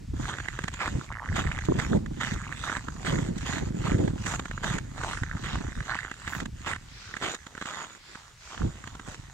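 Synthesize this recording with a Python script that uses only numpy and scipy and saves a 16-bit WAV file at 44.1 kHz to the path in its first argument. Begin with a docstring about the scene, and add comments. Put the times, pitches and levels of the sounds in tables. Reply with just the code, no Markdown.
"""Boots crunch along cold, packed snow while wind rumbles on a hand-held camera's microphone.
At about two and a half steps a second, each boot crushes the crust, then creaks in stick-slip as it
rolls off, with single sharp snaps; loose powder hisses. The steps jolt the microphone, the hand knocks
the case now and then, and in the second half a sleeve swishes faintly."""
import sys
import numpy as np
from scipy import signal
from scipy.fft import rfft, irfft, next_fast_len
from scipy.io import wavfile
from scipy.ndimage import uniform_filter1d

SR = 44100
rng = np.random.default_rng(int(sys.argv[2]) if len(sys.argv) > 2 else 0)


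def persist_wave(psi):
    """Save psi, clipped to +-1, as 16-bit WAV."""
    counts = np.round(np.clip(psi, -1, 1) * 32767).astype(np.int16)
    wavfile.write(sys.argv[1], SR, np.atleast_2d(counts).T)


N = 411453
N_FFT = next_fast_len(N + 4096, True)
TIME_S = np.arange(N) / SR
CONTROL_S = np.arange(0, N, SR // 1000) / SR
FREQ_HZ = np.fft.rfftfreq(N_FFT, 1 / SR)

def gain(db):
    """Decibels to amplitude."""
    return 10 ** (np.asarray(db) / 20)

def unit_rms(x):
    """Scales to rms 1."""
    return x / np.sqrt(np.mean(x ** 2) + 1e-20)

def steady(x, span_s):
    """Rms near 1 over each span; finer grain stays."""
    power = uniform_filter1d((x ** 2).mean(0), max(int(span_s * SR), 2))
    return x / np.sqrt(abs(power) + 0.0008 * power.mean())

def curve(table, column=1):
    """Table column interpolated over log frequency."""
    rows = np.array(table)
    return np.interp(np.log(FREQ_HZ + 1), np.log(rows[:, 0]), rows[:, column])

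def colour(x, spectrum):
    """Filters by rows of freq_hz, gain_db."""
    return irfft(rfft(x, N_FFT) * gain(curve(spectrum)), N_FFT)[..., :N]

def noise_pair(correlation):
    """Partly shared white noise for two ports."""
    shared, own = rng.standard_normal((2, N))
    return np.array([shared, correlation * shared + np.sqrt(1 - correlation ** 2) * own])

def pulses(per_s, jitter, spread_db, count=9000):
    """Uneven clicks; as in stick-slip, a longer wait gives a bigger release."""
    per_s = np.full(N, per_s)
    wait, size = rng.standard_normal((2, count))
    wait = np.exp(jitter * wait)
    at = np.searchsorted(np.cumsum(per_s) / SR, np.cumsum(wait))
    clicks = np.zeros(N + 1)
    clicks[at] = np.sqrt(wait) * gain(spread_db * np.clip(size, -2, 2))
    return unit_rms(clicks[:N] / np.sqrt(per_s))

def tails(clicks, decay_ms):
    """Amplitude envelope of clicks with decaying energy."""
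    pole = np.exp(-1000 / (decay_ms * SR))
    return unit_rms(np.sqrt(signal.lfilter([1], [1, -pole], clicks ** 2) + 1e-12))

def packet(hz, swell_ms, count=220):
    """Brief tone that swells and dies; energy 1."""
    t = (np.arange(count) - count // 2) / SR
    wave = np.cos(2 * np.pi * (hz * t + rng.random())) / np.cosh(1000 * t / swell_ms)
    return wave / np.linalg.norm(wave)

def add(mix, centre_s, sound):
    """Mixes in a sound centred on centre_s."""
    part = mix[max(round(centre_s * SR) - len(sound) // 2, 0):][:len(sound)]
    part += sound[:len(part)]

def swell(t, attack_s, hold_s, slope_db, release_s):
    """Rises about t = 0, changes by slope_db over the hold, dies away."""
    rise = np.clip(t / attack_s + .5, 0, 1)
    hold = gain(slope_db * np.clip(t / hold_s, 0, 1))
    return rise * hold * np.exp(-np.maximum(t - hold_s, 0) / release_s)

# Still air spectrum: freq_hz, gain_db
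AIR_SPECTRUM = [(200, -34), (500, -12), (1900, -2.5), (2700, -6.5), (7200, -7), (10000, -18),
                (15500, -27.5)]
def still_air(level_db):
    """Faint, even hiss."""
    return gain(level_db) * unit_rms(colour(noise_pair(0.67), AIR_SPECTRUM))

# Breeze on the microphone: time_s, rumble_db, buffet_db
BREEZE = [(0.0, -40, -46.5), (1.27, -43, -55), (1.48, -35.5, -48), (1.97, -36, -33.5), (2.6, -43, -48),
          (3.972, -35, -29.5), (4.44, -39.5, -43.5), (5.74, -39.5, -46), (6.081, -50, -64), (6.5, -40, -47),
          (6.95, -49.5, -58.5), (7.9, -63.5, -69), (8.5, -55.5, -73), (8.73, -45.5, -53.5),
          (9.33, -50, -57)]
# Puffs of air: peak_s, length_s, rumble_db, buffet_db
GUSTS = [(0.127, 0.04, -30, -39), (0.195, 0.13, -35.5, -36.5), (0.95, 0.079, -31, -30.5),
         (1.398, 0.17, -29, -32.5), (1.707, 0.04, -43.5, -25), (1.775, 0.058, -33, -28),
         (1.947, 0.067, -44, -23), (2.335, 0.055, -30, -32.5), (3.144, 0.11, -31.5, -27),
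         (3.279, 0.16, -42, -30.5), (3.626, 0.021, -35, -27), (3.943, 0.045, -26, -29.5),
         (4.021, 0.1, -33, -27), (4.697, 0.071, -36, -33.5), (4.762, 0.05, -48, -30.5),
         (5.352, 0.03, -34.5, -33.5), (5.58, 0.17, -35, -35.5), (5.795, 0.038, -35, -33.5),
         (6.418, 0.11, -56, -36.5), (8.645, 0.073, -28, -29)]
def airflow():
    """Rumble and buffet envelopes: short puffs over a breeze that drops as the walker turns."""
    time_s, *levels_db = np.transpose(BREEZE)
    power = gain([np.interp(CONTROL_S, time_s, db) for db in levels_db]) ** 2
    for peak_s, length_s, rumble_db, buffet_db in GUSTS:
        puff = np.exp(-abs(2 * (CONTROL_S - peak_s) / length_s) ** 2.55)
        power += gain([[rumble_db], [buffet_db]]) ** 2 * puff
    return [np.interp(TIME_S, CONTROL_S, np.sqrt(p)) for p in power]

# Wind rumble spectrum: freq_hz, gain_db
RUMBLE_SPECTRUM = [(8, -35), (25, -1), (45, 4), (130, 0.5), (200, -18.5), (500, -89)]
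# Buffet spectrum: freq_hz, gain_db
BUFFET_SPECTRUM = [(40, -26), (100, -4), (160, 2), (250, -2.5), (520, -19), (900, -27), (2500, -67)]
def wind_and_handling(jolt, knocks, left_lag_ms):
    """Air rumbles; puffs and step jolts buffet the microphone.
    Buffets and knocks sound slightly earlier and louder on the right."""
    eddies = .8 + tails(pulses(per_s=11, jitter=.45, spread_db=1.5), decay_ms=22)
    rumble = steady(colour(eddies * noise_pair(.97), RUMBLE_SPECTRUM), span_s=.2)
    lumps = 0.11 + tails(pulses(per_s=26, jitter=.5, spread_db=3), decay_ms=4.46)
    buffet = steady(colour(lumps * noise_pair(.94), BUFFET_SPECTRUM), span_s=.045)
    flutter_spectrum = [(120, -6.5), (300, 4), (550, -6), (1000, -24), (2200, -85)]
    flutter = unit_rms(colour(noise_pair(0.48), flutter_spectrum))
    flow, puffs = airflow()
    force = np.hypot(puffs, jolt)
    hardness = np.clip(force / gain(-23.5), 0, 1) ** 1.3
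    left, right = force * (buffet + hardness * flutter) + knocks
    left = np.roll(left, round(left_lag_ms * SR / 1000))
    return flow * rumble + np.array([left, right]) * gain([[-1.8], [1.3]])

# Hand knocks on the case: centre_s, level_db, pitch_hz
HAND_KNOCKS = [(0.198, -32.5, 278), (0.644, -30, 157), (1.6871, -22, 368), (1.7219, -21, 346),
               (4.082, -26, 249.2), (5.222, -24, 87), (9.085, -38, 170), (9.198, -37, 95)]
def hand_knocks(swell_cycles, overtone_ratio):
    """The hand shifts on the case: dull knocks with an overtone, longer when deeper."""
    out = np.zeros(N)
    for centre_s, level_db, hz in HAND_KNOCKS:
        swell_ms = 1000 * swell_cycles / hz
        knock = packet(hz, swell_ms, count=1764)
        knock += 0.22 * packet(overtone_ratio * hz, swell_ms, count=1764)
        add(out, centre_s, gain(level_db) * np.sqrt(SR / 100) * knock)
    return out

# Footsteps, relative levels: landing_s, attack_s, press_s, sag_db, creak_db, crust_db, powder_db,
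# plough_db, roll_s, loose_db
STEPS = [(.284,0.017,0.058,-3,-36,-47,-54.5,-49,0.35,-55),
         (.803,0.019,0.074,-5,-30.5,-39.5,-50,-55,0.18,-54),
         (1.359,0.0062,0.046,-4,-31.5,-36,-43,-56,0.27,-52), (1.788,0.0035,.065,-6,-37,-41,-46,-54,.11,-51),
         (2.206,0.0055,.13,-9,-33.5,-39.5,-46.5,-61.5,0.21,-55),
         (2.635,.013,0.14,-2.5,-34,-45.5,-47.5,-51,0.19,-57),
         (3.055,.018,0.16,-14,-60,-35.5,-44,-55,0.078,-52),
         (3.458,.016,0.13,-1,-38.5,-44,-45,-51.5,0.1,-53), (3.85,0.015,0.084,-4,-34,-42,-49.5,-53,.16,-53),
         (4.258,0.015,0.098,-1,-39,-44,-42,-53.5,0.21,-56.5),
         (4.633,0.0061,.13,-3,-35.5,-42,-46,-60.5,0.11,-60.5),
         (4.979,0.068,.16,1,-39.5,-47,-50.5,-59.5,.27,-58), (5.438,.014,.12,-4,-40.5,-43,-54,-57,0.23,-55),
         (5.89,0.034,.12,-7,-29.5,-45,-55.5,-54,0.14,-56.5),
         (6.267,0.025,.155,-2.5,-45,-48.5,-51.5,-54,0.013,-64.5),
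         (6.668,.031,0.071,-8,-33.5,-36.5,-45.5,-58,0.18,-63),
         (7.039,.087,.12,2,-50.5,-59.5,-62,-61,.021,-63),
         (7.228,0.0079,.12,-12.5,-35.5,-34.5,-44,-58,0.33,-62), (7.66,.012,.18,1,-42,-47.5,-50,-57,.12,-55),
         (8.129,0.034,0.061,-3.5,-51.5,-62.5,-60,-61.5,.13,-61),
         (8.513,0.055,0.093,-3,-44,-51.5,-58,-59,0.36,-57.5),
         (9.068,0.024,0.076,-2.5,-53,-50.5,-51.5,-61,0.27,-61.5)]
# Creaks under the toe as the weight rolls forward: start_s, length_s, level_db
TOE_CREAKS = [(.35, 0.24, -47.5), (1.091, 0.23, -40.5), (1.406, 0.19, -40.5), (2.342, .17, -43.5),
              (3.186, 0.055, -53), (5.136, .24, -47), (5.563, 0.21, -47), (6.0, 0.064, -42.5)]
def gait():
    """Creak, crust and powder envelopes: each boot ploughs in, presses down and rolls off."""
    power = np.zeros((3, len(CONTROL_S)))
    for landing_s, attack_s, press_s, sag_db, *layers_db, plough_db, roll_s, loose_db in STEPS:
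        t = CONTROL_S - landing_s
        plough = gain(plough_db) * np.exp(-((t + 0.02543) / .08) ** 2)  # peaks before the landing
        bite = gain(-7) * np.exp(-abs(t) / .016)
        sags_db = sag_db * np.array([[1], [1], [0.34]])  # powder sags less
        weight = swell(t, attack_s, press_s, sags_db, release_s=.016)
        press = np.hypot(bite, weight) * gain(layers_db)[:, None]
        roll = swell(t - press_s, attack_s=0.0304, hold_s=roll_s, slope_db=-3, release_s=.03)
        power += plough ** 2 + press ** 2 + (gain(loose_db) * roll) ** 2
    for start_s, length_s, level_db in TOE_CREAKS:
        toe = swell(CONTROL_S - start_s, attack_s=0.037, hold_s=length_s, slope_db=0.5, release_s=.05)
        power[0] += (gain(level_db) * toe) ** 2
    return [np.interp(TIME_S, CONTROL_S, np.sqrt(p)) for p in power]

# Port response to ground sound: freq_hz, left_db, right_db
PORT_RESPONSE = [(151, -13, -15), (334, -1, -0.5), (554, -3.5, -2.5), (1220, -6, -4.5), (1990, -20, -3.5),
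                 (2520, -11.5, -12), (3680, -12.5, -6.5), (5260, -17.5, -24.5), (6800, -15.5, -8.5),
                 (7800, -19, -14.5), (10930, -43.5, -51.5), (13200, -47, -42)]
# Phase lead of the left channel: freq_hz, lead_rad
LEFT_LEAD = [(100, -2), (280, -0.53), (700, 0.54), (1700, 0.42), (2100, 2), (3300, 1.84), (4200, 4),
             (9000, 5.5)]
def ports(x, spectrum):
    """Colours a snow sound and passes it through the two microphone ports."""
    left = gain(curve(PORT_RESPONSE)) * np.exp(1j * curve(LEFT_LEAD))
    right = gain(curve(PORT_RESPONSE, column=2))
    response = np.array([left, right]) * gain(curve(spectrum))
    return irfft(rfft(x, N_FFT) * response, N_FFT)[:, :N]

# Creak pitch, lower in deep, soft snow: time_s, pitch_hz
CREAK_PITCH = [(0.18, 1260), (0.49, 1700), (1.22, 1380), (1.6, 1840), (1.92, 1390), (2.49, 1743),
               (2.96, 1280), (3.38, 1603), (4.65, 1279), (4.78, 1770), (5.09, 1124), (5.17, 1580),
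               (8.89, 1201)]
def squeaks(clicks, pitch_ratio, spread, swell_ms, count=260):
    """One squeak per slip, scattered in length and about a multiple of the creak pitch."""
    at, out = np.flatnonzero(clicks), np.zeros(N_FFT)
    detune, stretch, phase = rng.standard_normal((len(at), 3)).T[:, :, None]
    creak_hz = np.interp(at / SR, *np.transpose(CREAK_PITCH))[:, None]
    hz = pitch_ratio * creak_hz * np.exp(spread * detune)
    width_ms = swell_ms * np.exp(.3 * stretch)
    t = (np.arange(count) - count // 2) / SR
    waves = np.cos(2 * np.pi * (hz * t + phase)) / np.cosh(1000 * t / width_ms)
    waves /= np.linalg.norm(waves, axis=1, keepdims=True)
    np.add.at(out, at[:, None] + np.arange(count), clicks[at, None] * waves)
    return out[count // 2:][:N]

def hollows(x, hump_db, hump_octaves=0.79, patch_db=3.5, patch_s=.07, patch_hz=600):
    """Cavities under the sole colour the crunch in shifting patches, with a hump at the creak pitch."""
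    hz, t, frames = signal.stft(x, SR, nperseg=512, noverlap=384)
    patches = uniform_filter1d(rng.standard_normal((len(t), len(hz))), round(patch_s / t[1]), axis=0)
    patches = unit_rms(uniform_filter1d(patches, round(patch_hz / hz[1]), axis=1)).T
    octaves = np.log2((hz[:, None] + 1) / np.interp(t, *np.transpose(CREAK_PITCH)))
    frames *= gain(patch_db * patches + hump_db * np.exp(-(octaves / hump_octaves) ** 2))
    return signal.istft(frames, SR, nperseg=512, noverlap=384)[1][:, :N]

# Creaking snow spectrum: freq_hz, gain_db
CREAK_SPECTRUM = [(150, -4), (450, -2.5), (900, 1), (2000, 4.5), (2800, 4), (9000, -22)]
def creak(strain, load, slips, shower):
    """Stick-slip: a crowd of small slips under load thins to an even run as the boot rolls off."""
    run = squeaks(slips, pitch_ratio=1, spread=.18, swell_ms=.38)
    small_slips = pulses(per_s=800, jitter=0.76, spread_db=2.5)
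    crowd = squeaks(small_slips, pitch_ratio=.78, spread=.35, swell_ms=.7) + .8 * noise_pair(.4)
    source = run + (.2 + .7 * load ** 2) * crowd + .38 * shower * noise_pair(.5)
    return strain * steady(hollows(ports(source, CREAK_SPECTRUM), hump_db=1), span_s=0.0456)

def crystals(per_s, spread_db):
    """Envelope of single ice grains breaking at random."""
    size = gain(spread_db * np.minimum(rng.exponential(1, N), 4))
    return tails(size * (rng.random(N) < per_s / SR), decay_ms=0.46)

# Crushed crust spectrum: freq_hz, gain_db
CRUST_SPECTRUM = [(200, -0.5), (600, -5), (1300, -6), (2200, 1), (3400, 2.5), (5000, 1), (6500, -9),
                  (9000, -1), (15000, 3)]
def crust(crush, shower):
    """The crust breaks in noise bursts, from slips and from single grains."""
    grains = (0.65 * shower + 0.65 * crystals(per_s=700, spread_db=1.5) + 0.28) * noise_pair(0.64)
    crunch = steady(hollows(ports(grains, CRUST_SPECTRUM), hump_db=9), span_s=0.054)
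    return gain(6.5) * crush * crunch

# Loose powder spectrum: freq_hz, gain_db
POWDER_SPECTRUM = [(2500, -23), (4500, -7), (6000, -1.5), (8500, -3), (10500, 1.5), (15000, -5)]
def powder(kick, load, shower):
    """Loose grains hiss; a hard kick throws off a fizz of the finest crystals."""
    flicker = (0.17 + 0.26 * load) * shower + 0.8 * crystals(per_s=420, spread_db=3.5)
    grains = (flicker + 1.6) * noise_pair(0.1)
    hiss = steady(hollows(ports(grains, POWDER_SPECTRUM), hump_db=12), span_s=0.11)
    fizz = unit_rms(colour(grains, [(6000, -30), (9000, 6), (12000, 7), (15000, 0)]))
    hardness = np.clip(kick / gain(-46.5), 0, 1)
    return kick * (gain(4) * hiss + gain([[-32], [-27]]) * hardness * fizz)

def boots(strain, crush, kick):
    """One train of slips, faster under load, drives creak, crust and powder."""
    load = np.clip(crush / gain(-42), 0, 1)
    slips = pulses(per_s=130 + 150 * load ** 2, jitter=.42, spread_db=4.3)
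    shower = np.roll(tails(slips, decay_ms=.7), -round(.0004 * SR))  # noise envelope of the slips
    return creak(strain, load, slips, shower) + crust(crush, shower) + powder(kick, load, shower)

# Packed snow giving way at once, relative levels: time_s, squeak_db, tick_db, pitch_hz
SNAPS = [(.256,-41,-65,1480), (0.297,-38,-54,1410), (0.3856,-40,-52,1570), (.402,-39.5,-55,1590),
         (0.459,-44,-78,1660), (0.4857,-33.5,-49,1960), (0.5907,-35,-48.5,1600), (0.64,-38.5,-46,1850),
         (.682,-37.5,-43,1840), (0.739,-46,-44,1460), (0.879,-33,-48,1310), (1.0134,-42,-75,1360),
         (1.125,-43,-57,1524), (1.277,-49,-63,1440), (1.4738,-39,-55,1773), (1.516,-37.5,-60,1660),
         (1.589,-37,-51.5,2052), (1.652,-58,-44.5,1820), (1.7998,-31.5,-47,1846), (1.9326,-36,-63,1420),
         (2.062,-46.5,-57,1670), (2.2117,-36.5,-45.5,1790), (2.3384,-53,-44,1438), (2.526,-38,-53,1830),
         (2.6976,-34,-59,1460), (2.7195,-37,-60,1360), (2.7527,-35,-60,1631), (2.7689,-34,-49,1579),
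         (2.885,-38.5,-51.5,1269), (3.1822,-42,-59,1306), (3.381,-55,-44,1858), (3.535,-37,-55,1720),
         (4.079,-43,-53,1699), (4.266,-37.5,-42.5,1602), (4.3393,-36,-48,1310), (4.396,-37.5,-43,1430),
         (4.457,-40,-50.5,1461), (4.513,-40.5,-53.5,1760), (4.5785,-39,-63,1429), (4.6436,-35.5,-44,1471),
         (4.703,-38,-57,1770), (4.785,-37.5,-43.5,1770), (5.036,-37.5,-46,1510), (5.1362,-38,-72,1379),
         (5.174,-38.5,-53,1618), (5.2353,-33.5,-52,1580), (5.3143,-37,-70,1700), (5.372,-44.5,-60,1274),
         (5.557,-36,-55,1249), (5.806,-38.5,-57,1682), (5.954,-45,-53,1210), (6.05,-39.5,-60,1636),
         (6.115,-37.5,-50.5,1547), (6.278,-36,-47.5,1644), (6.335,-36,-72,1600), (6.351,-37,-51.5,1540),
         (6.403,-40,-45,1850), (6.4575,-44.5,-48,1825), (6.7347,-34,-56,1726), (6.7623,-42.5,-53.5,1576),
         (7.141,-37.5,-61,1786), (7.1681,-39,-47.5,1710), (7.2244,-38.5,-49,1377), (7.346,-52,-41,1325),
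         (7.467,-48.5,-51.5,1444), (7.5517,-46,-57,1560), (7.5787,-42.5,-56,1542),
         (7.6141,-39.5,-48.5,1544), (7.624,-41.5,-49,1420), (7.657,-41.5,-50.5,1512),
         (8.155,-45.5,-55.5,1399), (8.619,-41,-70,1281), (8.841,-46.5,-57,1383), (8.874,-47,-49.5,1500),
         (8.952,-51.5,-55.5,1202), (8.997,-47,-56,1360)]
def snaps(crumble, tick_ms, gap_ms, knock_hz, count=1323):
    """Big slips: a staged squeak, crumbling, a tick of broken ice and a knock as the boot drops."""
    ms = (np.arange(count) - count // 2) * 1000 / SR
    drop = unit_rms(np.sin(2 * np.pi * knock_hz * ms / 1000) / np.cosh((ms - 1) / 1.14))
    squeals, rubble, ticks, knocks = np.zeros((4, N))
    for time_s, squeak_db, tick_db, hz in SNAPS:
        brittle = min(gain(tick_db - squeak_db), 1)  # stronger later stages, longer crumbling
        carry = np.sqrt(brittle)
        stages = carry ** np.arange(3)
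        stages *= gain(squeak_db) * np.sqrt(SR / 100) / np.linalg.norm(stages)
        for k, scatter in enumerate(rng.uniform(-0.78, 1, 3)):
            squeak = packet(hz * (1 + .12 * k * scatter), swell_ms=.52 - .24 * carry)
            add(squeals, time_s + k * gap_ms * (1 + .3 * scatter) / 1000, stages[k] * squeak)
        burst = unit_rms(1 / np.cosh((ms - gap_ms * brittle) / (tick_ms + 1.9 * brittle)))
        add(rubble, time_s, gain(squeak_db) * crumble * carry * burst)
        add(ticks, time_s, gain(tick_db) * burst)
        knock_db = squeak_db - 2 - 17.5 * np.log2(hz / 1550)  # deep snaps drop the boot further
        add(knocks, time_s, gain(knock_db) * carry * drop)
    body = ports(squeals + rubble * noise_pair(0.55), CREAK_SPECTRUM)
    return gain(7) * body + gain(12) * ice_ticks(ticks) + knocks

# Breaking ice spectrum: freq_hz, gain_db
TICK_SPECTRUM = [(900, -34), (2000, 0), (3200, 3), (15000, 12)]
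def ice_ticks(bursts):
    """Ice breaks in bright bursts of noise."""
    return ports(bursts * noise_pair(0.089), TICK_SPECTRUM)

# Sleeve rubbing the jacket: centre_s, length_s, level_db, nominal_pitch_hz
SWISHES = [(5.136, 0.29, -47, 6760), (5.52, 0.22, -48, 4704), (6.341, 0.15, -52, 14200),
           (7.034, 0.42, -48.5, 4690), (8.108, 0.36, -52.5, 4320), (8.523, 0.39, -49.5, 5760)]
def sleeve(width_ratio, lower_ratio, jacket_hz, jacket_db):
    """Ribbed cloth hisses in two bands that follow arm speed, over the jacket's hollow note."""
    out = np.zeros((2, N))
    for centre_s, length_s, level_db, hz in SWISHES:
        span = abs(TIME_S - centre_s) < length_s / 2
        speed = np.cos(np.pi * (TIME_S[span] - centre_s) / length_s)
        noise = rng.standard_normal((3, 2, len(speed), 2)) @ [1, 1j]
        lowpass = signal.butter(2, width_ratio * hz / 2, fs=SR, output="sos")
        upper, lower, hollow = signal.sosfilt(lowpass, noise)
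        phase = 2 * np.pi * np.cumsum(hz * (0.95 + 0.2 * speed)) / SR
        ribs = upper * np.exp(1j * phase) + lower * np.exp(1j * lower_ratio * phase)
        jacket = gain(jacket_db) * hollow * np.exp(2j * np.pi * jacket_hz * TIME_S[span])
        out[:, span] += gain(level_db) * speed ** 1.25 * unit_rms((ribs + jacket).real)
    return out

def scene():
    """Dry sum; open snow gives no echo."""
    strain, crush, kick = gait()
    mix = still_air(level_db=-60)
    knocks = hand_knocks(swell_cycles=0.22, overtone_ratio=2.85)
    mix += wind_and_handling(jolt=gain(-7.5) * crush, knocks=knocks, left_lag_ms=0.84)
    mix += boots(strain, crush, kick)
    mix += snaps(crumble=2, tick_ms=1, gap_ms=2.614, knock_hz=210)
    return mix + sleeve(width_ratio=0.27, lower_ratio=.75, jacket_hz=2085, jacket_db=1)

def record(dry):
    """Band limit at 15.8 kHz."""
    return irfft(rfft(dry, N_FFT) * (FREQ_HZ < 15800), N_FFT)[:, :N]

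dry = scene()
out = record(dry)
persist_wave(out)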